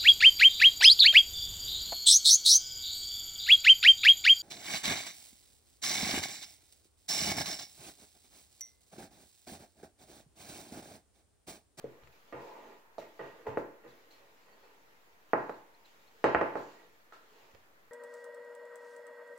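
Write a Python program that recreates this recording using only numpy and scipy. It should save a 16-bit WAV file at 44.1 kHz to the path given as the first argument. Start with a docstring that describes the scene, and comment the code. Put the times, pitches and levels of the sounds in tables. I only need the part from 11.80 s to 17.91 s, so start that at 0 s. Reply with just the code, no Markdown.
"""A wooden rolling pin knocks on a wooden board in a small hard-walled kitchen, close to a stereo camera:
short pushes of force ring the modes of board and pin, and a random echo tail answers from the room.
The pin also rolls and skids, as trains of tiny slips through the same modes, and lands on the dough
with low decaying booms. Floury palms hiss as shaped noise and squeak faintly as narrow-band puffs,
over a quiet steady noise for the hum of the kitchen and the hiss of the microphones."""
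import sys
import numpy as np
from scipy import signal
from scipy.io import wavfile
from scipy.ndimage import uniform_filter1d

SR = 44100
rng = np.random.default_rng(int(sys.argv[2]) if len(sys.argv) > 2 else 0)


def inscribe(sig):
    """Save sig as 16-bit PCM at rate SR to the path in sys.argv[1].

    A 1-D sig is mono; a 2-D sig holds one channel per row.
    Samples are clipped to [-1, 1] before scaling.
    """
    pcm = np.round(np.clip(np.atleast_2d(sig).T, -1, 1) * 32767)
    wavfile.write(sys.argv[1], SR, pcm.astype(np.int16))


N = 269451


def amp(db):
    """Level law: 20 dB is a factor of ten in amplitude."""
    return 10 ** (np.asarray(db) / 20)


def evened(x):
    """Normalisation to unit root-mean-square value."""
    return x / np.sqrt(np.mean(x ** 2) + 1e-20)


def read(points, hz):
    """Interpolation of a spectral curve along a logarithmic frequency axis."""
    f, value = np.transpose(points)
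    return np.interp(np.log(hz + 1), np.log(f + 1), value)


def add(mix, s, sound):
    """Superposition: the sound joins the mix at time s, cut off at its end."""
    part = mix[..., round(s * SR):][..., :sound.shape[-1]]
    part += sound[..., :part.shape[-1]]


def resonate(x, hz, width):
    """Damped resonance: one complex pole rings as a dying sine, with gain near 1 at its centre."""
    radius = np.exp(-np.pi * width / SR)
    pole = radius * np.exp(2j * np.pi * hz / SR)
    return 2 * signal.lfilter([1 - radius], [1, -pole], x).imag


def correlate(left, other, likeness):
    """Partial coherence: the right channel mixes the left one with an independent one, keeping power."""
    return np.array([left, likeness * left + np.sqrt(1 - likeness ** 2) * other])


def noise(spectrum, likeness, patchy_db):
    """Spectral shaping of partly coherent stereo Gaussian noise whose level drifts in patches."""
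    frames, hz = N // 128 + 5, np.fft.rfftfreq(512, 1 / SR)
    a, b, c, d, patches = rng.standard_normal((frames, 257, 5)).T
    patches = uniform_filter1d(patches, 6, 0)  # over frequency
    patches = evened(uniform_filter1d(patches, 16, 1))  # over time
    coherence = np.clip(read(likeness, hz), -1, 1)[:, None]
    z = correlate(a + 1j * b, c + 1j * d, coherence)
    z *= amp(read(spectrum, hz)[:, None] + patchy_db * patches)
    return evened(signal.istft(z, nperseg=512, noverlap=384)[1][:, :N])


def burst(t, rise_s, fade_db_per_s):
    """Attack and exponential decay: a square-law rise from time zero, then an even fall in dB."""
    rise = np.clip(t / rise_s, 0, 1) ** 2
    return rise * amp(-fade_db_per_s * np.maximum(t - rise_s, 0))


def hum_and_hiss():
    """Stationary background: the kitchen's hum and the microphones' hiss as one broadband noise."""
    # Relative density of the background: f/Hz, density/dB per Hz
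    hum_spectrum = [(12, -17), (40, -22), (100, -12), (200, -14.5), (450, -10), (900, -10), (1900, -11),
                    (3200, -25.5), (6500, -28.5), (8800, -30.5), (12500, -27.5), (16000, -25)]
    # Its left-right likeness: f/Hz, correlation
    hum_likeness = [(60, 0.13), (240, 0.7), (950, -0.15), (3770, -0.56), (15000, 0.019)]
    return amp(-65.5) * noise(hum_spectrum, hum_likeness, 1.2)


def room(x):
    """Reverberation: sparse taps of random sign decay exponentially at a rate set by frequency."""
    # Decay time of the kitchen: f/Hz, t60/s
    decay_times = [(80, 0.66), (210, 0.34), (560, 0.48), (1470, 0.47), (3880, 0.61), (9000, 0.11)]
    # Left-right likeness of the tail: f/Hz, correlation
    tail_likeness = [(100, 0.29), (300, 1), (700, 0.45), (1500, 0.036), (5000, 0.035)]
    taps = np.zeros((2, SR))
    # one tap in each slot of 20 samples, the first after 200 samples
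    at = np.arange(200, SR - 20, 20) + rng.integers(0, 20, (2, (SR - 201) // 20))
    np.put_along_axis(taps, at, rng.choice([-1., 1.], at.shape), 1)
    hz, t, z = signal.stft(taps, SR, nperseg=256)
    coherence = np.clip(read(tail_likeness, hz), 0, 1)[:, None]
    z = correlate(z[0], z[1], coherence)
    decay = amp(-60 * t / read(decay_times, hz)[:, None])
    tail = signal.istft(z * decay, SR, nperseg=256)[1]
    tail /= np.linalg.norm(tail[0])
    return signal.fftconvolve(x[None], tail, axes=1)[:, :N]


def near(x):
    """Early reflection: delayed, weaker copies off table and walls join the direct sound."""
    # Early echoes re the direct sound: left delay/ms, left level/dB, right delay/ms, right level/dB
    early_echoes = [(1.2, -44, 1.554, -4), (4.6, -11.5, 4.176, -9), (8.5, -16.5, 29, -27.5)]
    out = np.array([x, x])
    for left_ms, left_db, right_ms, right_db in early_echoes:
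        add(out[0], left_ms / 1000, amp(left_db) * x)
        add(out[1], right_ms / 1000, amp(right_db) * x)
    return out


def squeaks():
    """Resonant friction: short puffs of noise in a narrow band, as skin squeaks on wood."""
    # Squeaks: t/s, level before the envelope/dB, f/Hz, fade length/s
    squeak_events = [(2.102, -69, 4100, .02), (2.301, -65.5, 4190, 0.064), (2.72, -73.5, 4460, 0.033),
                     (2.828, -74, 4340, 0.036), (2.838, -72, 2610, 0.027), (3.944, -61.5, 4130, 0.0061),
                     (4.047, -63, 4100, .012), (4.139, -65, 4100, .008), (4.271, -66, 4200, 0.019),
                     (4.757, -82, 6970, 0.23), (5.317, -82, 4140, .08)]
    out = np.zeros(N)
    t = np.arange(SR // 2) / SR
    for s, db, hz, length in squeak_events:
        tone = resonate(rng.standard_normal(len(t)), hz, 250.0)
        tone = evened(resonate(tone, hz, 250.0))
        envelope = (1 - np.exp(-t / 0.0027)) * np.exp(-(t / length) ** 2)
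        add(out, s, amp(db) * tone * envelope)
    return out


def palms():
    """Granular friction: flour grains hiss under the skin, and flare at each sudden slip."""
    # Palms resting and sliding on the pin: t/s, level/dB
    palm_levels = [(0, -73), (0.45, -73), (0.62, -66), (0.94, -68.5), (1.07, -78.5), (1.45, -66.5),
                   (1.9, -76.5), (2.4, -73), (2.86, -71), (3.45, -74.5), (3.58, -66.5), (3.82, -74.5),
                   (4.3, -71), (4.55, -65.5), (5.1, -74.5), (5.3, -76.5), (5.6, -67), (5.9, -76.5),
                   (6.11, -76)]
    # Slips of the skin: t/s, flare level/dB, fade/dB per s, fizz re flare/dB
    skin_slips = [(0.23, -80, 130, -12), (0.315, -70.5, 73, -3), (0.6, -68, 69, -6),
                  (1.181, -58.5, 130, -6.5), (1.66, -62, 141, -7), (1.77, -62.5, 185, -4),
                  (2.07, -69, 26, -5), (2.3, -64.5, 85, -8), (3.685, -68.5, 84, -4),
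                  (4.049, -67.5, 75, -11), (4.21, -71.5, 120, -6), (4.435, -57, 135, -22),
                  (4.76, -61.5, 38, -9), (5.325, -63.5, 150, -9)]
    # Relative density of the rubbing: f/Hz, density/dB per Hz
    rub_spectrum = [(1200, -37.5), (2200, 7.5), (3200, 4), (4300, 2), (5500, -2), (7200, -2.5), (8500, -13),
                    (10500, -26), (13000, -46.5)]
    t = np.arange(N) / SR
    level = amp(np.interp(t, *np.transpose(palm_levels)))
    fizz_level = amp(-7.5) * level
    for s, db, fade, fizz_db in skin_slips:
        flare = amp(db) * burst(t - s, 0.009, fade)
        # powers add
        level = np.hypot(level, flare)
        fizz_level = np.hypot(fizz_level, amp(fizz_db) * flare)
    rub = noise(rub_spectrum, [(1000, .3), (9000, .1)], 1.5)
    fizz_spectrum = [(8000, -40.5), (10000, -7.5), (13000, -1.5), (16000, -1.5)]
    fizz = noise(fizz_spectrum, [(8000, 0.11), (16000, 0.14)], 1.5)
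    return level * rub + fizz_level * fizz


def wood(force, hz, octaves, pin_db, sharpness):
    """Modal superposition: a force rings board and pin, most of all near hz; bass hardly radiates."""
    # Modes of the board: f/Hz, width at sharpness 1/Hz, relative weight/dB
    board_modes = [(240, 270, -24), (365, 61, -0.5), (383, 11, -17.5), (462, 79, 15), (548, 69, 12),
                   (591.6, 22.5, 8.5), (879, 167, 4), (1084, 214, -0.5), (1275, 134, 1.5), (1360, 235, -5),
                   (1626, 280, 0), (2140, 110, -10.5), (2380, 890, 4.5), (3100, 210, -28), (3720, 380, -20)]
    # Modes of the pin, weighted further by pin_db: f/Hz, width at sharpness 1/Hz, relative weight/dB
    pin_modes = [(672, 35, -3), (928, 30, -.5), (1230, 50, -3), (1905, 60, -4), (2695, 60, -10),
                 (3500, 120, -19), (4300, 200, -20)]
    modes = list(board_modes) + [(f, width, db + pin_db) for f, width, db in pin_modes]
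    modes.sort(key=lambda mode: mode[0])
    octaves = np.maximum(octaves, .25)
    ring = 0
    for k, (f, width, db) in enumerate(modes):
        reach_db = -5 * (np.log2(f / hz) / octaves) ** 2
        # some of the lower modes swing against their neighbours at the struck spot
        sign = -1 if k % 3 == 2 and k < 13 else 1
        gain = sign * amp(db + reach_db) * f / np.sqrt(width)
        ring = ring + gain * resonate(force, f, width / sharpness)
    return signal.sosfilt(signal.butter(4, 230, "high", fs=SR, output="sos"), ring)


def friction(count, hz, pin_db, sing_db):
    """Stick-slip excitation: dense tiny slips of uneven size drive the modes of the wood."""
    # First strong bending mode of the pin, blurred by the grip: f/Hz, width/Hz
    bending_mode = (960, 170)
    size, sign, chance = rng.random((count, 3)).T
    slips = amp(-2.2 * np.log(1 - size)) * (sign - .5)
    slips = slips * (chance < 3000 / SR)  # about 3000 slips per second
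    # flour softens each slip
    slips = signal.sosfilt(signal.butter(2, 1500, fs=SR, output="sos"), slips)
    body = wood(slips, hz, 2.25, pin_db, 0.84)  # modes broader than under a knock
    body /= np.sqrt(uniform_filter1d(body ** 2, 6000) + 1e-20)
    singing = evened(resonate(resonate(slips, *bending_mode), *bending_mode))
    return body + amp(np.minimum(sing_db, 6)) * singing


def drag():
    """Rolling and sliding friction: steady rolling, with a short skid at each landing or push."""
    # Pin rolling under the palms, before the mix: t/s, level/dB, singing mode (capped at 6)/dB
    roll_levels = [(0, -59, -8), (0.42, -75.5, 0), (0.55, -61, 1.5), (0.68, -55, 8), (0.92, -54.5, -9.5),
                   (1.019, -76.5, 17), (1.3, -70, -2), (1.6, -55, -19), (2.0, -67.5, -14),
                   (2.45, -64.5, -3), (2.64, -75.5, 1), (3.4, -74, 0), (3.9, -71.5, 6), (4.05, -76, 5),
                   (4.4, -68, -8), (4.999, -59, -3), (5.22, -83, -8), (5.6, -62.5, -1.5), (5.85, -74.5, -1),
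                   (6.11, -92.5, -7)]
    # Skids, before the mix: t/s, level/dB, rise/s, fade/dB per s, centre of reached modes/octaves re 500 Hz,
    # pin weight/dB, singing mode/dB
    skid_events = [(0.035, -53.5, 0.0086, 130, -0.22, -12, -16), (0.516, -44.5, 0.012, 77, 0.097, -11, 0),
                   (0.727, -54, 0.017, 65, 0.15, 5, -7), (1.19, -45.5, 0.0089, 208, 0.3, 2, -24),
                   (1.386, -40, .012, 147, 0.23, 7, -33), (1.645, -37, 0.025, 165, -0.31, 1.5, -3),
                   (2.03, -50, 0.0096, 135, -0.17, 5, -23), (2.65, -61, .012, 44, 0.13, 8.5, -14),
                   (2.81, -60, 0.03, 86, 0.0077, 2, -0.5), (5.315, -63, 0.0081, 93, 0.37, 4, -6),
                   (5.738, -63.5, 0.014, 241, .05, 6, -13)]
    s, db, sing_db = np.transpose(roll_levels)
    t = np.arange(N) / SR
    rolling = friction(N, 505, 6, np.interp(t, s, sing_db))
    out = amp(np.interp(t, s, db)) * rolling
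    taper = signal.windows.tukey(SR)[SR // 2:]
    for s, db, rise_s, fade, centre, pin_db, sing_db in skid_events:
        skid = friction(SR // 2, 500 * 2 ** centre, pin_db, sing_db) * taper
        add(out, s, amp(db) * burst(t[:SR // 2], rise_s, fade) * skid)
    return out


def thuds():
    """Low-mode response: under a soft landing the table top swells, then booms at two decaying modes."""
    # Landings on the dough, before the mix: t/s, upper boom level/dB, lower boom level/dB
    landings = [(0.034, -52.5, -67), (0.225, -62, -57), (0.268, -66, -57), (0.538, -50.5, -74),
                (1.182, -61, -79), (1.406, -50, -68), (1.677, -44, -46.5), (1.776, -55, -54),
                (2.049, -59.5, -69), (3.533, -45, -63), (3.694, -59, -68), (4.44, -40, -44),
                (4.551, -44.5, -40.5), (4.616, -46.5, -60), (4.752, -50, -67), (5.738, -69, -58)]
    # Modes of the table top, upper then lower: f/Hz, t60/s
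    table_modes = [(131.3, 0.35), (83.4, 0.18)]
    out, t = np.zeros(N), np.arange(SR // 2) / SR
    for s, *levels in landings:
        for db, (hz, t60) in zip(levels, table_modes):
            rumble = np.diff(rng.standard_normal(len(t) + 1))
            rumble = evened(resonate(resonate(rumble, hz, 70.), hz, 70.))
            envelope = amp(db - 60 * t / t60) * (1 - np.exp(-t / 0.011))
            add(out, s, envelope * (np.sin(2 * np.pi * hz * t) + 0.5 * rumble))
    return out


def knock(centre, octaves, contact_ms, pin_db, far_db, crack_db):
    """Impact excitation: a smooth push, then a second as the far end lands; a noisy crack leads the ring."""
    ms = np.arange(6000) / SR * 1000 - 2  # the main push peaks at zero
    far_end_ms = 5.9
    push = np.exp(-2 * (ms / contact_ms) ** 2)
    push += amp(far_db) * np.exp(-2 * ((ms - far_end_ms) / contact_ms) ** 2)
    ring = -wood(push, 500 * 2 ** centre, octaves, pin_db, 1.0)
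    crack = rng.standard_normal(len(ms)) * amp(-60 * abs(ms) / 9.9) * (ms > 0)
    crack = resonate(np.diff(crack, prepend=0), 3900, 3800)
    crack = evened(resonate(crack, 3900, 3800)) / 10
    return ring / abs(ring).max() + amp(crack_db) * crack


def knocks():
    """Direct and reverberant paths: every knock is heard at once and also sent to the room."""
    # Knocks, the push peaking 2 ms after t: t/s, peak of the ring/dB, centre of reached modes/octaves re 500 Hz,
    # spread (at least 0.25)/octaves, contact half-width/ms, pin weight/dB, far end push/dB, crack gain/dB,
    # left re right/dB, send to the room/dB
    knock_events = [(0.0405, -29.5, -0.1, 0.34, 0.6, 1, -22, -34, 2, -7),
                    (0.234, -49, 9, 0.82, 0.19, -2.1, -22, -28, -4, -4),
                    (0.272, -47.5, 3, 0.53, 0.15, -8, -11, -19, 8, -20),
                    (0.5241, -34, 0.8, 1.07, 0.23, 8, -2, -35, -4.5, 1.5),
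                    (1.1805, -30, 0.56, .27, 0.27, 3, -24, -24, -4, -8),
                    (1.392, -37.5, 0.8, 0.62, 0.14, 5.5, -8.5, -46, -5, 4),
                    (1.7711, -20, 0.92, 1.13, 0.28, -4, -14.5, -46, 0.5, -5.5),
                    (2.047, -46.5, 0, 1.2, 0.33, -21, -15, -29, -4, 0.5),
                    (3.532, -11, 1.18, 0.64, .26, -0.8, -17, -47, -2, -4),
                    (3.693, -27, 1, 0.72, 0.25, -7.5, -18, -34.5, -1.1, -6),
                    (4.4399, -11.5, 0.94, 0.74, 0.18, -2.5, -18.5, -31, -0.5, 0.4),
                    (4.546, -9, 1.44, 0.64, 0.23, -3.5, -8.5, -45, -0.8, -4.5),
                    (4.611, -17, 0.86, 0.63, 0.16, -1.3, -11.5, -35.5, -2.5, -1),
                    (4.7533, -25, 1.05, 0.71, 0.26, -8, -32, -38, -4, 0.3),
                    (5.3216, -43.5, 1.4, 0.17, 0.23, -7, -15, -20, -3, 2),
                    (5.7464, -46.5, -0.2, 2.1, .09, -2, -7, -16.5, -8.5, -25)]
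    direct, sent = np.zeros((2, N)), np.zeros(N)
    for s, db, *blow, pan_db, room_db in knock_events:
        sound = amp(db) * knock(*blow)
        add(direct, s, near(sound) * amp([[pan_db / 2], [-pan_db / 2]]))
        add(sent, s, amp(room_db) * sound)
    return direct, sent


def scene():
    """Superposition of the close sounds, their reverberation and the background."""
    direct, sent = knocks()
    rolling, booms = drag(), thuds()
    tilt = amp([[-.6], [.6]])  # right slightly louder
    close = direct + amp(-6.0) * near(rolling) * tilt
    close = close + booms * amp([[1.2], [-1.2]])
    wet = room(sent + amp(-9.0) * rolling + amp(-12.0) * booms) * tilt
    return close + wet + near(squeaks()) + palms() + hum_and_hiss()


def record(dry):
    """Band limitation: the converter's steady offset, then the camera's linear-phase low-pass."""
    offset, edge_hz = -.0005, 15830
    lowpass = signal.firwin(511, edge_hz, window=("kaiser", 9), fs=SR)
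    return signal.oaconvolve(dry + offset, lowpass[None], "same")


dry = scene()
out = record(dry)
inscribe(out)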